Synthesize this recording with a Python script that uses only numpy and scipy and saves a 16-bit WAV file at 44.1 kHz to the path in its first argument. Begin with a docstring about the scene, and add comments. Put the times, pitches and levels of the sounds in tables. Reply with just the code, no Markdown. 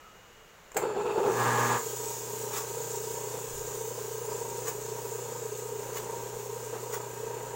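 """A belt-driven die-cutting press starts in a small print shop. After a faint far squeak the switch
snaps and rings its box. Loose parts clatter as the motor gathers speed, and the alternating magnetic
pull buzzes until the starting winding drops out. Then the motor hums and its shaft knocks once a turn,
while the slipping belt hisses ever less and its joint swishes over the pulley at shrinking intervals."""
import sys
import numpy as np
from scipy import signal
from scipy.fft import rfft, irfft, next_fast_len
from scipy.io import wavfile
from scipy.ndimage import uniform_filter1d, map_coordinates

SR = 44100
rng = np.random.default_rng(int(sys.argv[2]) if len(sys.argv) > 2 else 0)


def generate_wav(sig):
    """Save sig (samples, or channels by samples) to the path in sys.argv[1] as 16-bit PCM at SR."""
    pcm = np.round(np.clip(np.atleast_2d(sig).T, -1, 1) * 32767).astype(np.int16)
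    wavfile.write(sys.argv[1], SR, pcm)


N = 332955
TIME = np.arange(N) / SR
MAINS_HZ, SHAFT_HZ = 60, 29.8
FIRST_JERK_S, DROP_OUT_S = .745, 1.76

# run-up of the motor: t/s, fraction of full speed
RUN_UP = [(0, 0), (.77, 0), (1.2, .5), (1.6, .9), (1.85, 1), (7.55, 1)]
# spells in which the shaft runs smoother: t/s, level change/dB, half length/s
SMOOTH_SPELLS = [(2.18, -7, 0.063), (3.52, -3.5, 0.088)]


def from_db(db):
    """Amplitude ratio of a level in decibels."""
    return 10 ** (np.asarray(db) / 20)


def rms_one(x):
    """Normalisation to unit mean square."""
    return x / np.sqrt(np.mean(x ** 2) + 1e-20)


def evened(x, span_s):
    """Division by the running RMS steadies the power and leaves the fine structure."""
    power = uniform_filter1d(x * x, max(int(span_s * SR), 1))
    return x / np.sqrt(power + .05 * np.mean(x * x))


def fade_in(start, length):
    """Linear ramp from 0 to 1."""
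    return np.clip((TIME - start) / length, 0, 1)


def held(start, end, attack, release):
    """Exponential growth to 1 at start, a plateau until end, then exponential decay."""
    return np.exp(-np.maximum(start - TIME, 0) / attack - np.maximum(TIME - end, 0) / release)


def swells(rows):
    """Superposed envelopes, each growing exponentially to a peak and decaying."""
    return sum(from_db(db) * held(t, t, rise, fall) for t, db, rise, fall in rows)


def bumps(rows):
    """Gaussian excursions of level, in dB."""
    return sum(db * np.exp(-((TIME - t) / half_length) ** 2) for t, db, half_length in rows)


def drift(rate):
    """Random modulation of unit RMS, interpolated between `rate` values a second."""
    knots = rng.standard_normal(int(N / SR * 400))
    return rms_one(np.interp(TIME * rate, np.arange(len(knots)), knots))


def grains(spread_db):
    """Friction noise: a superposition of tiny contacts of log-normal strength."""
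    return rms_one(rng.standard_normal(N) * from_db(spread_db * rng.standard_normal(N)))


def coloured(x, spectrum):
    """Minimum-phase filtering with 24 dB/octave skirts; the output has unit power."""
    size = 2 * next_fast_len(N // 2 + SR // 4)
    octave = np.log2(np.maximum(np.arange(size // 2 + 1) * SR / size, 1))
    hz, db = np.transpose(spectrum)
    octaves_outside = np.abs(octave - np.clip(octave, np.log2(hz[0]), np.log2(hz[-1])))
    gain = from_db(np.interp(octave, np.log2(hz), db) - 24 * np.minimum(octaves_outside, 3))
    cepstrum = irfft(np.log(gain))[:size // 2]
    response = np.exp(2 * rfft(cepstrum, size))
    return rms_one(irfft(rfft(x, size) * response)[:N])


def resonate(x, modes):
    """Modal superposition: damped two-pole resonators driven in parallel."""
    out = 0
    for hz, bandwidth, db in modes:
        r = np.exp(-np.pi * bandwidth / SR)
        zeros = np.array([1, 0, -1]) * (1 - r * r) / 2
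        poles = [1, -2 * r * np.cos(2 * np.pi * hz / SR), r * r]
        out = out + from_db(db) * signal.lfilter(zeros, poles, x + 1e-18)
    return out


def room(x, wet_db, t60):
    """Reverberation: the direct sound plus an exponentially decaying diffuse field."""
    t = TIME[:SR // 2]
    tail = rng.standard_normal(len(t)) * from_db(-60 * t / t60) * (t > .004)
    return x + from_db(wet_db) * signal.fftconvolve(x, tail / np.linalg.norm(tail))[:N]


def shop():
    """Broadband ambient noise with two frequency-modulated tones: a thin whine and a rising squeak."""
    # ambient spectrum: f/Hz, relative level/dB
    air_spectrum = [(20, -10), (32, -11), (65, -17), (190, -17.5), (290, -25), (440, -14), (620, -18.5),
                    (1350, -18.5), (2500, -24), (5100, -34), (6900, -26.5), (9000, -41), (12000, -40),
                    (15500, -34.5)]
    # far squeak: t/s, level/dB, rise/s, fall/s
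    squeaks = [(.07, -55, .07, 0.055)]
    air = from_db(-54.5) * coloured(rng.standard_normal(N), air_spectrum)
    whine_gain = from_db(-68.5 + 2 * drift(rate=10))
    whine = whine_gain * np.sin(2 * np.pi * 2880 * TIME + 1.1 * drift(rate=25))
    squeak_hz = 1244 + 480 * TIME + 35 * drift(rate=160)
    squeak = swells(squeaks) * np.sin(2 * np.pi * np.cumsum(squeak_hz) / SR)
    return air + np.sqrt(2) * (whine + squeak)


def press():
    """The heavy platen swings with a low-frequency shudder and light sliding friction in its linkage."""
    # shudder and rubs: t/s, level/dB, rise/s, fall/s
    shudders = [(3.58, -46, .04, 0.073)]
    rubs = [(3.35, -45.5, .025, 0.056), (6.75, -40.5, .025, .045), (7.35, -56, 0.037, 0.072)]
    # their spectra: f/Hz, relative level/dB
    shudder_spectrum = [(15, -4), (32, -9), (55, -10), (100, -16), (300, -60)]
    rub_spectrum = [(200, -3), (750, 4), (1300, -5), (2200, -9.5), (5000, -29)]
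    shudder = swells(shudders) * coloured(rng.standard_normal(N), shudder_spectrum)
    return shudder + swells(rubs) * coloured(grains(spread_db=2), rub_spectrum)


def switch():
    """Impact excitation: two ticks of the lever, then the snap, after which the box rings on."""
    # contacts and after-ring: t/s, level/dB, rise/s, fall/s
    contacts = [(.7182, -40, .0005, .002), (.7458, -37.5, .001, .004), (.7684, -23, .0012, .0035),
                (.7735, -30, .002, .011)]
    after_ring = [(.775, -42, 0.0027, 0.037)]
    # response of the box: f/Hz, relative level/dB
    box_spectrum = [(200, -12), (450, 3), (870, 4), (1250, -5), (1583, 2), (1800, -5), (2100, -1),
                    (2900, -14), (5800, -17), (7450, 3), (9700, -20), (11700, -13), (13000, -19),
                    (15500, -10)]
    # its ringing modes: f/Hz, bandwidth/Hz, relative level/dB
    box_modes = [(1583, 120, 0), (2100, 200, 0)]
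    cracks = swells(contacts) * coloured(rng.standard_normal(N), box_spectrum)
    excitation = coloured(rng.standard_normal(N), [(1200, 0), (2500, 0)])
    ring = swells(after_ring) * rms_one(resonate(excitation, box_modes))
    return room(cracks, wet_db=-5, t60=.28) + ring


def starting_torque():
    """Relative torque of the starting winding: 1 while it pulls, decaying exponentially at drop-out."""
    decay_db_per_s = 298
    return fade_in(FIRST_JERK_S, .046) * from_db(-decay_db_per_s * np.maximum(TIME - DROP_OUT_S, 0))


def creep(source):
    """Time-varying filtering: narrow resonances come and go as the belt's contact patch creeps along."""
    spacing_hz, hold_s, depth_db = 70, .09, 3.8
    hz, t, cells = signal.stft(source, SR, nperseg=1024)
    field = rng.standard_normal((400, 200))
    grid = np.meshgrid(hz / spacing_hz, t / hold_s, indexing="ij")
    ripple_db = depth_db * map_coordinates(field, grid, order=1, mode="mirror")
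    _, rippled = signal.istft(cells * from_db(ripple_db), SR, nperseg=1024)
    return rms_one(rippled[:N])


def belt_slip():
    """Sliding friction: the belt hisses and drives the bending modes of the pulley rim."""
    # spectrum of the hiss: f/Hz, relative level/dB
    hiss_spectrum = [(2000, -18.5), (3200, -15), (4600, -14), (5700, -8.5), (6400, -3), (6900, 1),
                     (7800, -3), (8500, -9), (10000, -14), (12000, -16), (14000, -10.5), (15500, -6),
                     (16000, 1)]
    # modes of the rim: f/Hz, bandwidth/Hz, relative level/dB
    rim_modes = [(2620, 170, 0), (3550, 220, -6), (4380, 130, -4), (6820, 60, -7), (7160, 260, -1)]
    # the belt catches and rings the lowest mode: t/s, level/dB, rise/s, fall/s
    catches = [(1.07, -45.5, 0.011, .02), (1.122, -45.5, 0.014, 0.013)]
    # slip grows as the motor outruns the belt and shrinks as the flywheel catches up
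    most_slip_s, rise_db_per_s, fall_db_per_s = 1.42, 52, 1.56
    since_peak = TIME - most_slip_s
    hiss_db = -35 + np.minimum(rise_db_per_s * since_peak, -fall_db_per_s * since_peak)
    flutter_db = .4 * drift(rate=60) + .5 * drift(rate=12)
    hiss = from_db(hiss_db + flutter_db) * creep(coloured(grains(spread_db=3.5), hiss_spectrum))
    drag = np.hypot(from_db(-52.5) * starting_torque(), from_db(-60.5))   # hard at first, then light
    scrape = drag * from_db(1.2 * drift(rate=40)) * creep(resonate(grains(spread_db=8), rim_modes))
    ring = swells(catches) * rms_one(resonate(grains(spread_db=10), rim_modes[:1]))
    return fade_in(FIRST_JERK_S, .1) * (hiss + scrape + ring)


def belt_joint():
    """Transient friction: the joint scuffs over the rim once a lap."""
    # passages of the joint: t/s, level/dB, rise/s, fall/s
    passages = [(2.535, -36, 0.0055, 0.012), (2.572, -31.5, 0.026, 0.036), (4.684, -31.5, 0.017, .014),
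                (5.972, -33, 0.017, 0.013), (6.944, -33, 0.017, 0.014)]
    # spectrum of the scuff: f/Hz, relative level/dB
    scuff_spectrum = [(400, -14), (800, 12.5), (1200, 16), (2500, 5.5), (5000, 2.5), (6900, 15), (8500, 4),
                      (10800, 0), (11400, 0), (12000, 3.5), (14000, -2), (15200, 11.5), (15800, 14.5)]
    scuffs = swells(passages) * creep(coloured(grains(spread_db=3), scuff_spectrum))
    return room(scuffs, wet_db=-3, t60=.12)


def clatter():
    """Forced vibration: loose parts rattle in the run-up; the frame shakes most at the critical speed."""
    # bouts of rattling: t/s, duration/s, level/dB
    bouts = [(0.763, 0.021, -31), (0.824, 0.05, -30.5), (.895, .025, -34.5), (.963, 0.053, -30),
             (1.052, .065, -31), (1.158, 0.034, -29), (1.208, .035, -29.5), (1.258, 0.049, -26.5)]
    # hardest jolts: t/s, level/dB
    impacts = [(0.771, -31), (.839, -28), (1.061, -29), (1.179, -23), (1.279, -26), (1.586, -25)]
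    # response of the loose parts: f/Hz, relative level/dB
    parts_spectrum = [(60, -23), (110, -38), (150, -10.5), (290, -16), (410, 7), (480, 4), (560, -8.5),
                      (720, -10), (880, -1.5), (1130, -18), (1290, -11.5), (1900, -31.5), (3000, -31.5),
                      (6000, -44)]
    speed = np.interp(TIME, *np.transpose(RUN_UP))
    critical_speed = .62   # fraction of full speed
    shaking = starting_torque() * from_db(-31 - 16 * np.abs(speed - critical_speed))
    rattles = sum(from_db(db) * held(t, t + length, attack=.0066, release=.016)
                  for t, length, db in bouts)
    jolts = swells([(t, db, .003, .008) for t, db in impacts])
    body = evened(coloured(grains(spread_db=2), parts_spectrum), span_s=.018)
    return body * np.sqrt(shaking ** 2 + rattles ** 2 + jolts ** 2)   # the powers add


def starting_buzz():
    """Magnetic force peaks twice a mains cycle, giving a harmonic buzz and a rasp of the housing."""
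    # spectral envelope of the buzz: multiple of twice the mains frequency, relative level/dB
    harmonics = [(1, 4), (2, -5), (3, -21), (4, -11), (5, -5), (6, -13), (7, -2), (8, 1.5), (9, 2.5),
                 (10, 3), (11, -8), (12, -47), (13, -4.5), (14, 0), (15, -7.5), (16, -37), (18, -17.5),
                 (22, -16), (26, -20.5), (40, -56)]
    # response of the housing: f/Hz, relative level/dB
    housing_spectrum = [(170, -11), (300, -4), (420, -30), (690, -4.5), (850, 6), (1080, 0), (1400, -3),
                        (1720, -2), (2050, -8.5), (2800, -19), (3500, -17), (6000, -22.5)]
    full_s, swell_db_per_s = 1.42, 105
    swell_db = -27.5 - swell_db_per_s * np.maximum(full_s - TIME, 0)
    envelope = starting_torque() * from_db(np.maximum(swell_db, -47.5))   # faint before the swell
    phase = 2 * np.pi * 2 * MAINS_HZ * TIME
    pull = sum(np.cos(k * phase + 2 * np.pi * rng.random() + .045 * k * drift(rate=25))
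               for k in range(1, 41))   # high partials waver most
    buzz_spectrum = [(2 * MAINS_HZ * k, db) for k, db in harmonics]
    buzz = coloured(pull * (1 + .2 * drift(rate=90)), buzz_spectrum)
    rasp = coloured(grains(spread_db=3) * np.exp(.4 * np.cos(phase)), housing_spectrum)
    return envelope * (from_db(-1.7) * buzz + from_db(-4.6) * rasp)


def bearing(turns):
    """Amplitude modulation: the bearing's rumble throbs once a turn."""
    # spectrum of the rumble: f/Hz, relative level/dB
    rumble_spectrum = [(60, -12.5), (150, -5), (280, -3.5), (430, 9), (600, 4.5), (720, -3), (850, 5.5),
                       (895, 2), (932, 15.5), (985, 5.5), (1120, -4), (1600, -9.5), (2100, -13),
                       (4500, -20.5)]
    # louder spells: t/s, level change/dB, half length/s
    loud_spells = [(3.73, 2, .09), (5.33, 2, 0.17), (6.14, 3, 0.11), (7.35, 2, 0.3)]
    level_db = -44.5 + .48 * bumps(SMOOTH_SPELLS) + bumps(loud_spells) + 1.5 * drift(rate=6)
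    throb_db = 2.2 * np.cos(2 * np.pi * (turns - .86))
    return from_db(level_db + throb_db) * coloured(grains(spread_db=0), rumble_spectrum)


def hum(turns):
    """Line spectrum: a tone at twice the mains frequency and the rotor's harmonics of the shaft rate."""
    # rotor tones: multiple of the shaft rate, level/dB
    orders = [(5, -62), (6, -67.5), (8, -69), (10, -66), (12, -71.5), (35, -66), (42, -63), (52, -68.5),
              (53, -65), (54, -69), (58, -71.5), (62, -75)]
    rotor = sum(from_db(db + 3.5 * drift(rate=6)) * np.sin(2 * np.pi * (k * turns + rng.random()))
                for k, db in orders)
    mains = from_db(-49.5 + .55 * drift(rate=24)) * np.sin(2 * np.pi * 2 * MAINS_HZ * TIME)
    return np.sqrt(2) * (mains + rotor)


def knocks(turns):
    """Periodic contact: play lets the shaft chatter against the frame for a third of each turn."""
    # contact force through one turn: fraction of a turn, relative level/dB
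    force_cycle = [(0, -10), (.15, -14), (.32, -16), (.42, -2), (.48, 0), (.66, -.5), (.78, -6), (1, -10)]
    # modes of frame and mount: f/Hz, bandwidth/Hz, relative level/dB
    frame_modes = [(415, 12.7, -13), (434.4, 36.5, -6), (484.5, 9.4, -26.5), (627, 66, -22), (935, 28, -19)]
    # filter on the knocks: f/Hz, relative level/dB
    response = [(150, -7), (300, -21.5), (385, 6), (490, 10.5), (650, -12), (930, -5.5), (2000, -12)]
    level_db = -39.5 + bumps(SMOOTH_SPELLS) + .24 * drift(rate=4.18)
    turn_index = np.floor(turns - np.floor(turns.min()) + .75).astype(int)
    strength_db = np.clip(1.6 * rng.standard_normal(turn_index.max() + 1), -6, 3.5)   # one per turn
    force = from_db(strength_db[turn_index] + np.interp(turns % 1, *np.transpose(force_cycle)))
    chatter = evened(resonate(grains(spread_db=2), frame_modes), span_s=.005)
    return from_db(level_db) * coloured(force * chatter, response)


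def motor():
    """Rotation: the shaft angle, the integral of speed, paces the sounds that enter near full speed."""
    speed = np.interp(TIME, *np.transpose(RUN_UP))
    lag_to_come_s = np.cumsum((1 - speed)[::-1])[::-1] / SR
    turns = SHAFT_HZ * (TIME + lag_to_come_s)
    return fade_in(start=1.5, length=.3) * (bearing(turns) + hum(turns) + knocks(turns))


def scene():
    """Superposition of all sources at one point, the same in both channels."""
    mono = shop() + press() + switch() + belt_slip() + belt_joint() + clatter()
    mono += starting_buzz() + motor()
    return np.stack([mono, mono])


def record(dry):
    """Band limiting: a steep elliptic low-pass removes the highest treble."""
    cutoff_hz = 15800
    return signal.sosfilt(signal.ellip(14, .1, 80, cutoff_hz, fs=SR, output="sos"), dry)


dry = scene()
out = record(dry)
generate_wav(out)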